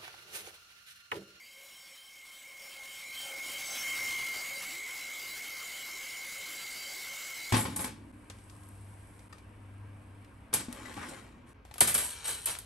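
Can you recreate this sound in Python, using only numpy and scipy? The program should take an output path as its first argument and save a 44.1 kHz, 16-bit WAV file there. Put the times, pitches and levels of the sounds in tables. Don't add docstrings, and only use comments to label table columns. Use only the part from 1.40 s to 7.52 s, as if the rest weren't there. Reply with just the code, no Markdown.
import sys
import numpy as np
from scipy import signal
from scipy.fft import rfft, irfft, next_fast_len
from scipy.io import wavfile
from scipy.ndimage import uniform_filter1d, map_coordinates

SR = 44100
rng = np.random.default_rng(int(sys.argv[2]) if len(sys.argv) > 2 else 0)


def digitize_waveform(pressure):
    field = np.atleast_2d(pressure).T
    bounded = np.clip(field, -1, 1)
    quanta = np.round(bounded * 32767).astype(np.int16)
    wavfile.write(sys.argv[1], SR, quanta)


N = 269892


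def amp(db):
    return 10 ** (np.asarray(db) / 20)


def unit(x):
    return x / np.sqrt(np.mean(x ** 2) + 1e-20)


def running_rms(x, seconds):
    window = max(int(seconds * SR), 8)
    return np.sqrt(np.abs(uniform_filter1d(x ** 2, window)) + 1e-20)


def curves(rows):
    s, *columns = np.transpose(rows)
    return [np.interp(np.arange(N) / SR, s, column) for column in columns]


def blend(entry, deep, depth):
    return entry + (deep - entry) * depth


def wobble(rate, size=N):
    count = int(size * rate / SR) + 4
    grid = np.arange(0, count, 1 / 8)
    smooth = map_coordinates(rng.standard_normal(count), [grid])
    return np.interp(np.arange(size) * rate / SR, grid, smooth)


def filtered(x, response):
    m = next_fast_len(N + 8192, True)
    hz = np.fft.rfftfreq(m, 1 / SR)
    return irfft(rfft(x, m) * response(hz), m)[:N]


def coloured(x, points_hz, db):
    return unit(filtered(x, lambda f: amp(np.interp(np.log(f + 1), np.log(points_hz), db))))


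def ringing(hz, width):
    m = next_fast_len(N, True)
    strikes = np.exp(2j * np.pi * rng.random(m // 2 + 1))
    offset = (np.fft.rfftfreq(m, 1 / SR) - hz) / (0.76 * width)
    return unit(irfft(strikes / (1 + offset ** 2), m)[:N])


def bump(t, centre, length):
    return .5 ** (2 * ((t - centre) / length) ** 2)


# pitch in Hz, width in Hz, relative level in dB at entry, relative level in dB deep in the cut.
WHINE_MODES = [(2046, 45, -19.5, -5.5), (2114.6, 25.5, -8.5, -1.5), (2164, 21.3, -1.5, -7.5),
               (2193.5, 30, -10.5, 0), (2232.5, 32, -10, -6), (2315, 60, -11.5, -15)]
# time in seconds, pure tone in dB re the rough whine.
LOCK = [(0, -6.5), (0.85, -5), (2.1, -3), (2.3, -9), (2.55, 1.5), (2.8, 3.5), (3.2, -4.5), (4.1, -7.5),
        (4.6, -7.5), (6.12, -10)]
# time in seconds, mean pitch in Hz.
LOCK_PITCH = [(0, 2156), (2.25, 2156), (2.55, 2121), (6.12, 2121)]


def whine(depth, drift_hz, octave_below_db):
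    rough = sum(amp(blend(entry, deep, depth)) * ringing(hz, width)
                for hz, width, entry, deep in WHINE_MODES)
    steady_rough = rough / running_rms(rough, seconds=0.071)
    pitch = curves(LOCK_PITCH)[0] + drift_hz * (2 - depth) * wobble(25)
    swing = 2 * np.pi * np.cumsum(pitch) / SR
    pure = np.sqrt(2) * (np.sin(swing) + amp(octave_below_db) * np.sin(swing / 2))
    x = steady_rough + amp(curves(LOCK)[0]) * pure
    return x / running_rms(x, seconds=0.028)


WHEEL_HZ = 13.52
# multiple of the wheel rate, swing in dB at entry, swing in dB deep in the cut.
THROB = [(1, 1.5, 0.6), (3, 0.5, -1.2), (5, 1, 0.9), (6, 2, 1.6)]


def pressure_db(depth):
    turn = 2 * np.pi * WHEEL_HZ * np.arange(N) / SR
    return sum(blend(entry, deep, depth) * np.sin(order * turn + rng.uniform(0, 2 * np.pi))
               for order, entry, deep in THROB)


TOOTH_HZ, SAG_HZ = 783.5, 6


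def tooth_hz(depth):
    return TOOTH_HZ - SAG_HZ * depth


def sing(events, waver_hz, flutter_db):
    out = np.zeros(N)
    for s, length, hz, db in events:
        waver, flutter = wobble(120), wobble(88)
        i = np.arange(max(int((s - 2 * length) * SR), 0), min(int((s + 2 * length) * SR), N))
        phase = 2 * np.pi * np.cumsum(hz + waver_hz * waver[i]) / SR
        level = amp(db + flutter_db * flutter[i]) * bump(i / SR, s, length)
        out[i] += level * np.sqrt(2) * np.sin(phase)
    return out


STRAY_MULTIPLES = (4, 6, 8, 9, 10, 13)
STRAY_S, STRAY_DB, STRAY_SPREAD_DB = 0.06, -16, 1


def strays(count):
    stretch_s = N / SR / count
    return [((k + rng.random()) * stretch_s, STRAY_S, rng.choice(STRAY_MULTIPLES),
             STRAY_DB + STRAY_SPREAD_DB * rng.standard_normal()) for k in range(count)]


# centre in seconds, length in seconds, multiple of the tooth rate, level in dB before the trim.
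SQUEALS = [(0.05, 0.11, 6, -11), (0.12, 0.07, 4, -11), (0.36, 0.09, 4, -7.5), (0.44, 0.3, 7, -11.5),
           (0.63, 0.11, 4, -5.5), (0.96, 0.08, 4, -11), (0.99, 0.05, 10, -12), (1.24, 0.1, 7, -13),
           (1.34, 0.06, 4, -4.5), (1.55, 0.12, 4, -13), (1.815, 0.085, 4, -1.5), (2.11, 0.08, 4, -12.5),
           (2.3, 0.1, 10, -14.5), (2.33, 0.16, 7, -14), (2.34, 0.14, 8, -10.5), (2.42, 0.1, 4, -16),
           (2.6, 0.06, 7, -15), (2.98, 0.06, 6, -12), (4.39, 0.07, 4, -13), (5.44, 0.22, 6, -10.5),
           (5.79, 0.17, 8, -15.5)]


def squeals(depth):
    rate = tooth_hz(depth)
    events = [(s, length, multiple * rate[min(int(s * SR), N - 1)], db)
              for s, length, multiple, db in list(SQUEALS) + strays(count=14)]
    return sing(events, waver_hz=15, flutter_db=3.0)


# multiple of the tooth rate, relative level in dB at entry, relative level in dB deep in the cut.
BUZZ = [(1, -29, -27.5), (2, -24.5, -25.5), (4, -14, -17), (5, -48, -43), (6, -21, -18.5), (7, -16, -23),
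        (8, -22, -21.5), (9, -20.5, -18.5), (10, -16.5, -20.5), (11, -38, -42), (12, -22.5, -23),
        (13, -19.5, -25), (14, -31, -27), (16, -23, -25.5)]


def buzz(depth, waver_hz, scatter, wander_db):
    rate = tooth_hz(depth) + waver_hz * wobble(14)
    tooth = 2 * np.pi * np.cumsum(rate) / SR
    out = np.zeros(N)
    for order, entry, deep in BUZZ:
        level = amp(blend(entry, deep, depth) + wander_db * wobble(24))
        blur = scatter * np.sqrt(order) * wobble(50 + 10 * order)
        out += level * np.sqrt(2) * np.sin(order * tooth + blur)
    return out


def patchy(x, patchy_db):
    z = signal.stft(x, nperseg=512)[2]
    field = rng.standard_normal(z.shape)
    for _ in range(2):
        across_pitch = uniform_filter1d(field, size=3, axis=0)
        field = uniform_filter1d(across_pitch, size=11, axis=1)
    return signal.istft(z * amp(patchy_db * unit(field)), nperseg=512)[1][:N]


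# frequency in Hz, relative density in dB per Hz at entry, the same deep in the cut.
RASP = [(25, -25, -38), (102, -47, -38), (252, -1, -6), (405, -8.5, -8.5), (970, -3, -5.5), (1480, -0.5, 1),
        (1920, -0.5, -1.5), (2860, 6.5, 3), (3470, 5, 0.5), (5200, 1.5, 2), (7140, -3, -2.5),
        (8500, -0.5, -5.5), (12200, -1, -2), (15100, -5, -11.5)]


def rasp(depth, clump_db, patchy_db):
    hz, entry, deep = np.transpose(RASP)
    snaps = patchy(rng.standard_normal(N), patchy_db) * amp(clump_db * wobble(450))
    return (1 - depth) * coloured(snaps, hz, entry) + depth * coloured(snaps, hz, deep)


# pitch in Hz, width in Hz, relative level in dB at entry, relative level in dB deep in the cut.
STEEL = [(548, 36, -21.5, -26), (1061, 33, -21.5, -27), (1356, 19, -30.5, -23.5), (1627, 150, -24, -23),
         (2913, 20, -19.5, -20), (3910, 8.4, -30, -25.5), (3983, 11.4, -20, -15.5), (4203, 15, -39, -19.5),
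         (5690, 64, -34, -20.5), (6744, 92, -19, -16), (7600, 340, -21, -12), (8525, 200, -16.5, -20),
         (11100, 70, -27, -26), (14100, 110, -19, -19), (14740, 290, -22, -20)]


def steel(depth, wander_db):
    return sum(amp(blend(entry, deep, depth) + wander_db * wobble(12)) * ringing(hz, width)
               for hz, width, entry, deep in STEEL)


# centre in seconds, length in seconds, mean pitch in Hz, level in dB before the trim.
FLARES = [(0.21, 0.05, 548, -16), (0.52, 0.06, 548, -19), (1.22, 0.23, 549, -18),
          (1.69, 0.074, 4000, -12.5), (1.92, 0.07, 546, -12.5), (3.35, 0.1, 4000, -16),
          (3.45, 0.25, 7750, -15.5), (3.92, 0.057, 3983, -13)]


def flares():
    return sing(FLARES, waver_hz=16.5, flutter_db=2.0)


# centre in seconds, length in seconds, level in dB in the mix before overload.
BITES = [(1.266, 0.065, -18), (1.407, 0.054, -12.5), (1.93, 0.1, -9.5), (2.332, 0.068, -15),
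         (2.98, 0.05, -14.5)]
# pitch in Hz, width in Hz, relative level in dB.
BLOCK = [(630, 100, -3), (800, 68, 0), (1450, 260, 0)]


def bites():
    t = np.arange(N) / SR
    force = sum(amp(db) * bump(t, s, length) for s, length, db in BITES)
    growl = unit(sum(amp(db) * ringing(hz, width) for hz, width, db in BLOCK))
    return force * growl


# start in seconds, end in seconds, start in Hz, end in Hz, level in dB before the trim.
GLIDES = [(1.899, 2.25, 430, 90, -28), (2.279, 2.679, 500, 90.8, -27.5), (2.45, 2.92, 99.8, 140, -29),
          (2.604, 2.774, 238, 350, -28.5), (3.197, 3.522, 109, 560, -19.5), (4.42, 4.725, 238.6, 600, -20),
          (4.971, 5.253, 110.5, 460, -22.5), (5.406, 5.679, 230.3, 500, -26)]


def glides(waver_hz, flutter_db):
    out = np.zeros(N)
    for start, end, from_hz, to_hz, db in GLIDES:
        i = np.arange(int(start * SR), int(end * SR))
        u = np.linspace(0, 1, len(i))
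        pitch = from_hz + (to_hz - from_hz) * u + waver_hz * wobble(81.6, size=len(i))
        level = amp(db + flutter_db * wobble(40.4, size=len(i)))
        swell = np.sqrt(np.abs(np.sin(np.pi * u)))
        out[i] += level * swell * np.sin(2 * np.pi * np.cumsum(pitch) / SR)
    return out


MOTOR_HZ = 712


def motor(level_db):
    phase = 2 * np.pi * MOTOR_HZ * np.arange(N) / SR + 0.37 * wobble(6.73)
    return amp(level_db) * np.sqrt(2) * np.sin(phase)


# time in seconds, depth from 0 to 1.
DEPTH = [(0, 0.06), (2.1, 0), (3.1, 0.77), (6.12, 1)]
WHINE_DB, LOCK_GAIN = -0.23, 0.28
YIELD_DB = 8.5


def scene():
    depth = np.clip(curves(DEPTH)[0], 0, 1)
    singing = amp(1.5) * squeals(depth)
    caught = running_rms(singing, seconds=0.018)
    throb_db = pressure_db(depth)

    whine_wander_db = 0.93 * (1.5 - depth) * wobble(10)
    whine_db = WHINE_DB + LOCK_GAIN * curves(LOCK)[0] - YIELD_DB * caught + whine_wander_db
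    blade = amp(whine_db + throb_db) * whine(depth, drift_hz=7.03, octave_below_db=-23)

    teeth = amp(-1.5) * buzz(depth, waver_hz=1.8, scatter=0.42, wander_db=4.0)
    fibres = amp(-5.0 + 1.9 * wobble(30)) * rasp(depth, clump_db=3.0, patchy_db=3)
    body = amp(-2.5) * steel(depth, wander_db=3.5)
    share_db = -.7 * whine_db - 6 * caught - 0.23 * throb_db
    cutting = amp(share_db - 1.35) * (teeth + fibres + body)

    bass = amp(-0.2) * glides(waver_hz=27.2, flutter_db=3.5)
    mix = blade + singing + cutting + amp(2.0) * flares() + bites() + bass + motor(level_db=-30.5)
    return mix[None]


# time in seconds, loudness in dB re full scale before the surge.
FEED = [(0, -53), (0.68, -52.5), (1.0, -50.5), (1.67, -44.5), (1.8, -41.5), (1.87, -42), (2.42, -37),
        (2.52, -35), (2.74, -35), (2.88, -36.5), (3.03, -39), (3.4, -41), (4.4, -42), (6.12, -41.5)]
SURGE_DB = 0.5
TOP_HZ = 15740


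def record(dry):
    drive = dry[0] / running_rms(dry[0], seconds=0.059) * amp(2.0)
    flat = unit(drive / (1 + np.abs(drive) ** 6) ** (1 / 6))
    surge_db = SURGE_DB * (1 - curves(DEPTH)[0]) * wobble(14)
    loudness = amp(curves(FEED)[0] + surge_db)
    out = filtered(loudness * flat, lambda f: f < TOP_HZ)
    return np.array([out, out])


dry = scene()
out = record(dry)
digitize_waveform(out)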